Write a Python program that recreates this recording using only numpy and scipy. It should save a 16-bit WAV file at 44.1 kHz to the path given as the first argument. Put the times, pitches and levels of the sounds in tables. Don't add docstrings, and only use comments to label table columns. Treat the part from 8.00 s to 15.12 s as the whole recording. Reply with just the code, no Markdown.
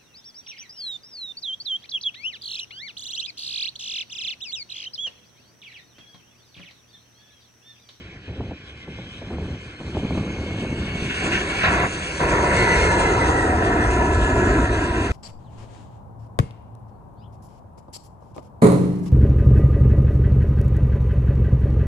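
import sys
import numpy as np
from scipy import signal
from scipy.fft import rfft, irfft, next_fast_len
from scipy.io import wavfile
from scipy.ndimage import uniform_filter1d, map_coordinates

SR = 44100
rng = np.random.default_rng(int(sys.argv[2]) if len(sys.argv) > 2 else 0)


def persist_wave(psi):
    counts = np.round(np.clip(psi, -1, 1) * 32767).astype(np.int16)
    wavfile.write(sys.argv[1], SR, np.atleast_2d(counts).T)


N = 313992
SPEED_M_PER_S, CLOSEST_S, CLOSEST_M = 69.3, 5.59, 74.4
SURGE_RISE_S, SURGE_FALL_S = 0.013, 0.039


def amp(db):
    return 10 ** (np.asarray(db) / 20)


def unit(x):
    return x / np.sqrt(np.mean(x ** 2) + 1e-20)


def along(points, hz):
    freqs, values = np.transpose(points)
    return np.interp(np.log(hz + 1), np.log(freqs + 1), values)


def clock():
    return np.arange(N) / SR


def curves(rows):
    times, *columns = np.transpose(rows)
    return [np.interp(clock(), times, column) for column in columns]


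def wobble(rate_hz):
    return map_coordinates(rng.standard_normal(int(N * rate_hz / SR) + 4), [clock() * rate_hz])


def passing(peak_s, width_s):
    return 1 / np.hypot(1, (clock() - peak_s) / width_s)


def bell(peak_s, width_s):
    return np.exp(-((clock() - peak_s) / width_s) ** 2)


def held(start, end, rise_s, fall_s):
    return np.clip(np.minimum((clock() - start) / rise_s, (end - clock()) / fall_s) + .5, 0, 1)


def filtered(x, response):
    size = next_fast_len(N + SR // 2)
    return irfft(rfft(x, size) * response(np.fft.rfftfreq(size, 1 / SR)), size)[..., :N]


def swept(x, gain):
    hz, s, bins = signal.stft(x, SR, nperseg=2048)
    return signal.istft(bins * gain(hz[:, None], s), SR, nperseg=2048)[1][..., :N]


def turbulence(spectrum, patchy_db):
    bins = signal.stft(rng.standard_normal((2, N)), nperseg=512)[2]
    patches = uniform_filter1d(rng.standard_normal(bins.shape[1:]), size=7, axis=0)
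    patches = uniform_filter1d(patches, size=12, axis=1)
    pair = signal.istft(bins * amp(patchy_db * unit(patches)), nperseg=512)[1][:, :N]
    return unit(filtered(pair, lambda hz: amp(along(spectrum, hz))))


def smeared_tone(hz, scatter, spread):
    rate_hz = spread * np.mean(hz)
    carrier = np.exp(2j * np.pi * np.cumsum(hz) / SR)
    paths = [carrier * (1 + scatter * (wobble(rate_hz) + 1j * wobble(rate_hz))) for _ in range(2)]
    return unit(np.real(paths))


def focused_tone(hz, jitter_rad, rate_hz):
    phase = 2 * np.pi * np.cumsum(hz) / SR
    direct = np.cos(phase + jitter_rad * wobble(rate_hz))
    scattered = smeared_tone(hz, scatter=2.9, spread=0.02)[1]
    return np.array([unit(direct), unit(scattered)])


def flight():
    ahead_m = SPEED_M_PER_S * (CLOSEST_S - clock())
    distance_m = np.hypot(ahead_m, CLOSEST_M)
    return distance_m, ahead_m / distance_m


def fan_pitch(idle_hz=1599, thrust_hz=1877, spool_start_s=-.11, spool_end_s=4.51, sound_m_per_s=343):
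    spool = np.clip((clock() - spool_start_s) / (spool_end_s - spool_start_s), 0, 1)
    engine_hz = idle_hz + (thrust_hz - idle_hz) * np.sin(np.pi / 2 * spool) ** 2
    return engine_hz / (1 - SPEED_M_PER_S / sound_m_per_s * flight()[1])


# start_s, end_s, centre_hz, width_hz, depth_db
DIP_CUES = [(0.5, 2.6, 1920, 190, 4.5), (-0.5, 2.3, 2755, 145, 12.5), (-.5, 3.6, 3080, 350, -1.5),
            (-.5, 2.6, 3570, 120, 4.5), (-.5, 1.9, 4500, 480, 5), (3, 8, 3050, 97, 9), (6, 8, 835, 55, 6),
            (4.5, 8, 1083, 55, 7), (5, 8, 2230, 84, 6), (3.5, 5.14, 250, 30, 3)]


def narrow_dips(hz, s, fade_s=0.5):
    db = 0
    for start, end, centre, width, depth in DIP_CUES:
        present = np.clip(np.minimum(s - start, end - s) / fade_s + .5, 0, 1)
        db = db - depth * present * np.exp(-((hz - centre) / width) ** 2)
    return amp(db)


# freq_hz, phase_rad
LEFT_LEAD = [(200, 0), (400, -.3), (600, .1), (760, 1.1), (850, 3.2), (950, 5.7), (1040, 6.8), (1210, 9.3),
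             (1310, 7.4), (1600, 5.1), (1900, 4.4), (2330, 5.3), (3000, 3.3), (3600, 3.6), (3850, 5.4),
             (4500, 6.5), (5200, 9.3), (5600, 10), (6100, 12.2), (6900, 13), (7600, 15.8), (9000, 17.8),
             (10400, 21.6)]
# freq_hz, share_db
WIDTH = [(200, -28.5), (450, -43), (850, -9.5), (1300, -24), (1900, -13), (3500, -8.5), (6500, -13.5),
         (9000, -2)]
# freq_hz, gain_db
LEFT_EQ = [(7000, 0), (7850, -2), (8050, -11), (8900, -10), (9500, -18)]


def microphone_ports(paths, shift_hz=55, head_on_s=2.64, side_on_s=4.7):
    def share(hz):
        return np.clip(amp(along(WIDTH, hz)), 0, 1)

    def lead(hz, s):
        slide_hz = np.interp(s, [head_on_s, side_on_s], [shift_hz, 0])
        return along(LEFT_LEAD, np.maximum(hz - slide_hz, 0))

    direct, scattered = paths
    mid = filtered(direct, lambda hz: np.sqrt(1 - share(hz) ** 2))
    side = filtered(scattered, share)
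    left = swept(mid + side, lambda hz, s: amp(along(LEFT_EQ, hz)) * np.exp(.5j * lead(hz, s)))
    right = swept(mid - side, lambda hz, s: np.exp(-.5j * lead(hz, s)))
    return np.array([left, right])


# start_s, end_s, buffet_db, crackle_db
GUST_CUES = [(-.1, 0.204, -42.5, -60), (0.271, 0.556, -35.5, -48.5), (0.362, 0.47, -31.5, -44),
             (0.875, 1.132, -40, -49), (1.216, 1.574, -34, -41.5), (1.286, 1.49, -31.5, -39.5),
             (1.804, 3.12, -33.5, -39), (1.935, 2.288, -33.5, -31.5), (2.102, 2.212, -32.5, -26.5),
             (2.29, 2.9, -36, -35)]
# freq_hz, level_db
BUFFET_EQ = [(18, -40.5), (40, -8), (70, 5), (165, -0.5), (250, -4.5), (330, -4.5), (500, -11.5),
             (900, -27), (2000, -36.5), (5000, -85)]
CRACKLE_EQ = [(100, -12.5), (190, 1.5), (300, -6), (600, -14), (1000, -20), (1600, -31), (4000, -76)]


def sea_wind(breeze_db=-48.5, build_db_per_s=5.5, lull_s=3.16, dying_db_per_s=30):
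    breeze = amp(breeze_db + build_db_per_s * clock() - dying_db_per_s * np.maximum(clock() - lull_s, 0))
    buffet_gain, crackle_gain = breeze, breeze * amp(-13)
    for start, end, buffet_db, crackle_db in GUST_CUES:
        gust = held(start, end, rise_s=0.019, fall_s=0.074)
        buffet_gain = np.hypot(buffet_gain, gust * amp(buffet_db))
        crackle_gain = np.hypot(crackle_gain, gust * amp(crackle_db))
    sputter = wobble(40.08)
    lumps = amp(1.2 * sputter + 1.6 * wobble(160))
    buffet = unit(lumps * turbulence(BUFFET_EQ, patchy_db=0.7)[0])
    bursts = amp(1.1 * sputter + 3.3 * wobble(140))
    crackle = unit(bursts * turbulence(CRACKLE_EQ, patchy_db=1.7)[0])
    return buffet_gain * buffet + crackle_gain * crackle


# start_s, flick_db, puff_db
EDDY_HITS = [(.279, -37, -36.5), (.408, -22, -34), (.511, -27, -29.5), (.879, -33, -34), (.988, -30, -31.5),
             (1.215, -32, -29.5), (1.306, -32, -28), (1.385, -21.5, -30), (1.804, -32, -30.5),
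             (1.97, -15.5, -27), (2.108, -18.5, -29), (2.236, -27, -28), (2.537, -27, -31), (2.6, -28, -31),
             (2.649, -25, -30), (2.744, -28, -33)]
# freq_hz, level_db
PUFF_EQ = [(50, -18), (150, -1.5), (330, -1), (600, -7.5), (1000, -21), (1600, -36), (4000, -78)]


def eddy_slaps(flick_s=0.00037, puff_rise_s=0.0027, puff_fall_s=0.018):
    flicks, puffs = np.zeros((2, N))
    for start, flick_db, puff_db in EDDY_HITS:
        offset = (clock() - start) / flick_s
        flicks -= amp(flick_db) * (1 - offset ** 2) * np.exp(-offset ** 2 / 2)
        age = np.maximum(clock() - start, 0)
        puffs += amp(puff_db) * (1 - np.exp(-age / puff_rise_s)) * np.exp(-(age / puff_fall_s) ** 2)
    return flicks + puffs * turbulence(PUFF_EQ, patchy_db=1.0)[0]


# time_s, level_db
TREBLE_RIDE = [(0, -63), (0.5, -63), (1.05, -59), (1.6, -57), (2.3, -52), (2.75, -51.5), (3.06, -44.5),
               (3.25, -40), (3.9, -43), (4.4, -41), (4.72, -37), (5.55, -45), (6.2, -44), (7.12, -45.5)]
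# freq_hz, level_db
RUSH_EQ = [(250, -10), (800, -5.5), (1200, -2), (1450, -0.5), (1750, 4.5), (2100, -1.5), (2300, -15),
           (2550, -4.5), (3200, -54)]
HISS_EQ = [(1600, -42), (2100, 2.5), (2450, 3.5), (2700, 6.5), (3050, 1.5), (3400, -1), (3800, -5.5),
           (4300, -7.5), (5100, -12), (6200, -18.5), (8000, -53)]
FIZZ_EQ = [(4000, -9), (5500, 0.5), (6300, 1.5), (7100, 2.5), (7800, -1.5), (8050, 11), (8500, 3.5),
           (9100, -2), (10200, -10), (10900, -53)]


def airflow(rush_db_per_m=0.0183, hiss_db_per_m=0.032, fizz_db_per_m=-0.036):
    treble_db, = curves(TREBLE_RIDE)
    beyond_m = flight()[0] - CLOSEST_M
    flutter = wobble(30)
    rush = amp(6.0 + rush_db_per_m * beyond_m + 0.59 * wobble(25.07)) * turbulence(RUSH_EQ, 0.9)
    hiss = amp(7.0 + hiss_db_per_m * beyond_m + 1.23 * flutter) * turbulence(HISS_EQ, 2.0)
    fizz = amp(4.5 + fizz_db_per_m * beyond_m + 1.4 * flutter) * turbulence(FIZZ_EQ, 2.0)
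    return amp(treble_db) * (rush + hiss + fizz)


# peak_s, half_width_s, level_db
FLARE_CUES = [(2.3, 0.032, -41), (3.11, 0.024, -29.5), (3.19, 0.05, -31.5), (3.35, 0.045, -23),
              (3.658, 0.045, -17.5), (3.81, 0.029, -28.5)]
# freq_hz, level_db
FLARE_EQ = [(800, -37), (1400, -3), (1750, 3.5), (2200, -3), (2700, 2), (3200, -10), (4500, -19.5),
            (6500, -29), (9000, -48)]


def hiss_flares():
    swells = sum(amp(db) * bell(peak, width) for peak, width, db in FLARE_CUES)
    return swells * turbulence(FLARE_EQ, patchy_db=1.0)


def ground_echo(paths, echo, longest_lag_s=0.00294):
    lag_s = longest_lag_s * passing(peak_s=6.545, width_s=1.72)
    late = np.array([np.interp(clock() - lag_s, clock(), path) for path in paths])
    return (paths + echo * late) / np.hypot(1, echo)


# freq_hz, level_db
RUMBLE_EQ = [(15, -34), (28, -19.5), (42, -5.5), (62, 0.5), (110, -3), (170, -16.5), (280, -20.5),
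             (600, -72)]
ROAR_EQ = [(60, -38), (105, -1.5), (180, 5), (260, 3), (350, 3), (520, -2), (700, -14.5), (1100, -50.5)]
HOWL_EQ = [(350, -41), (580, -3), (720, 0.5), (890, 0), (975, 4.5), (1060, -2.5), (1200, -2.5),
           (1380, -5.5), (1600, -18), (2500, -54)]
DRONE_EQ = [(200, -40), (290, -2.5), (360, -2), (420, -3.5), (560, -40.5)]
# start_s, end_s, low_lift_db, high_lift_db
SURGE_CUES = [(3.215, 3.41, 10, 10), (3.409, 3.62, 5, 7), (3.633, 3.875, 12, 17.5), (4.198, 8, 15.5, 16),
              (6.36, 6.66, 4.5, 2.5)]


def exhaust(near_s=3.26, approach_db_per_s=14):
    distant_db = -approach_db_per_s * np.maximum(near_s - clock(), 0)
    low_db, high_db = sum(np.outer(lifts_db, held(start, end, SURGE_RISE_S, SURGE_FALL_S))
                          for start, end, *lifts_db in SURGE_CUES)

    def layer(eq, db, peak_s, width_s, flutter_db, flutter_hz, patchy_db):
        gain = passing(peak_s, width_s) * amp(db + distant_db + flutter_db * wobble(flutter_hz))
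        return gain * turbulence(eq, patchy_db)

    rumble = layer(RUMBLE_EQ, -30.4 + 0.56 * low_db, peak_s=6.22, width_s=1.0,
                   flutter_db=0.42, flutter_hz=12, patchy_db=0.0)
    roar = layer(ROAR_EQ, -34.5 + 0.86 * low_db, peak_s=4.71, width_s=1.87,
                 flutter_db=0.73, flutter_hz=14, patchy_db=0.17)
    howl = layer(HOWL_EQ, -38.5 + high_db, peak_s=5.1, width_s=1.15,
                 flutter_db=0.53, flutter_hz=14, patchy_db=0.97)
    rush = layer(RUSH_EQ, -40 + 0.95 * high_db, peak_s=4.2, width_s=1.32,
                 flutter_db=0.51, flutter_hz=35, patchy_db=2.0)
    drone = layer(DRONE_EQ, -37 + 0.55 * low_db, peak_s=3.7, width_s=0.97,
                  flutter_db=1.0, flutter_hz=19, patchy_db=1.5)
    return ground_echo(rumble + roar, echo=0.46) + ground_echo(howl, echo=0.15) + drone + rush


# start_s, end_s, fan_multiple, level_db, spread_ratio
WHISTLE_CUES = [(0.75, 1.08, 1.045, -50.5, .024), (1.045, 1.11, 1.555, -49, .012),
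                (2.222, 2.418, 2.995, -59, .008), (3.15, 3.447, 2.765, -53, 0.0086),
                (4.42, 4.88, .923, -27.5, .008), (4.5, 5.1, .825, -29, .08),
                (4.504, 5.25, 1.965, -44.5, 0.1), (4.296, 5.198, 3.76, -43.5, 0.019),
                (5.197, 5.9, .385, -30, 0.079), (6.044, 6.696, 4.2, -45.5, 0.06)]


def whistles():
    out, fan_hz = np.zeros((2, N)), fan_pitch()
    for start, end, multiple, db, spread in WHISTLE_CUES:
        progress = np.clip((clock() - start) / (end - start), 0, 1)
        swell = np.sqrt(4 * progress * (1 - progress))
        out += amp(db) * swell * smeared_tone(multiple * fan_hz, scatter=2.5, spread=spread)
    return out


# fan_multiple, far_db, close_db
ENGINE_PARTIALS = [(1.999, -9, -21), (2.555, -12, -37), (2.775, -16.5, -20), (2.995, -17, -24),
                   (3.554, -17, -27), (3.725, -22, -26), (3.885, -20, -25)]


def high_tones(close_s=3.7, trim_db=10.5, fading_db=2.5, abeam_db=-9, beam_cosine=.65):
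    fan_hz, (distance_m, cosine) = fan_pitch(), flight()
    close = np.clip(clock() / close_s, 0, 1)
    side_on = np.clip(1 - cosine / beam_cosine, 0, 1)
    beam_db = curves(TREBLE_RIDE)[0] + trim_db + abeam_db * side_on
    out = np.zeros((2, N))
    for multiple, far_db, close_db in ENGINE_PARTIALS:
        air_loss_db = .003 * (distance_m - CLOSEST_M) * multiple ** 2
        level_db = far_db + close * (close_db - far_db) - air_loss_db + fading_db * wobble(10)
        out += amp(beam_db + level_db) * smeared_tone(multiple * fan_hz, scatter=2.4, spread=0.017)
    return out


# time_s, pitch_hz, level_db
SECOND_GLIDE = [(5.28, 1885, -37), (5.47, 1835, -33), (5.66, 1805, -33), (5.85, 1772, -34),
                (6.02, 1732, -31.5), (6.2, 1700, -30), (6.45, 1680, -31.5), (6.62, 1668, -40)]


def second_whine(fading_db=2.2):
    hz, db = curves(SECOND_GLIDE)
    gate = held(SECOND_GLIDE[0][0], SECOND_GLIDE[-1][0], SURGE_RISE_S, SURGE_FALL_S)
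    return gate * amp(db + fading_db * wobble(24)) * focused_tone(hz, jitter_rad=.75, rate_hz=55)


# peak_s, half_width_s, level_db
WHINE_SWELLS = [(2.7, 0.49, -45), (3.5, 0.13, -33), (4.65, 0.11, -31.5), (4.86, 0.12, -29.5),
                (5.09, 0.05, -29.5), (5.23, .04, -30), (5.39, 0.075, -28.5), (6.78, 0.22, -37.5)]


def fan_whine(floor_db=-2, hump_db=-15, octave_db=-22, fading_db=2.3, rough_db=3.0):
    fan_hz = fan_pitch()
    lobes = sum(amp(db) * bell(peak, width) for peak, width, db in WHINE_SWELLS)
    floor = amp(curves(TREBLE_RIDE)[0] + floor_db)
    gain = np.hypot(floor, lobes) * amp(fading_db * wobble(22))
    core = amp(rough_db * wobble(70)) * focused_tone(fan_hz, jitter_rad=1.0, rate_hz=70)
    hump = amp(hump_db) * smeared_tone(fan_hz, scatter=2.7, spread=0.063)
    octave = amp(octave_db) * smeared_tone(2 * fan_hz, scatter=4, spread=0.09)
    return gain * (core + hump + octave)


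def scene():
    noise = swept(exhaust() + airflow() + hiss_flares(), narrow_dips)
    aircraft = noise + fan_whine() + second_whine() + high_tones() + whistles()
    return microphone_ports(aircraft) + sea_wind() + eddy_slaps()


def record(dry, mono_start_hz=1080, mono_end_hz=300, top_hz=10700):
    def low_cut(hz, s):
        corner_hz = np.interp(s, [0, N / SR], [mono_start_hz, mono_end_hz])
        return 1 / (1 + (corner_hz / (hz + 1)) ** 12)

    mid = (dry[0] + dry[1]) / 2
    side = swept((dry[0] - dry[1]) / 2, low_cut)
    return filtered(np.array([mid + side, mid - side]), lambda hz: hz < top_hz)


dry = scene()
out = record(dry)
persist_wave(out)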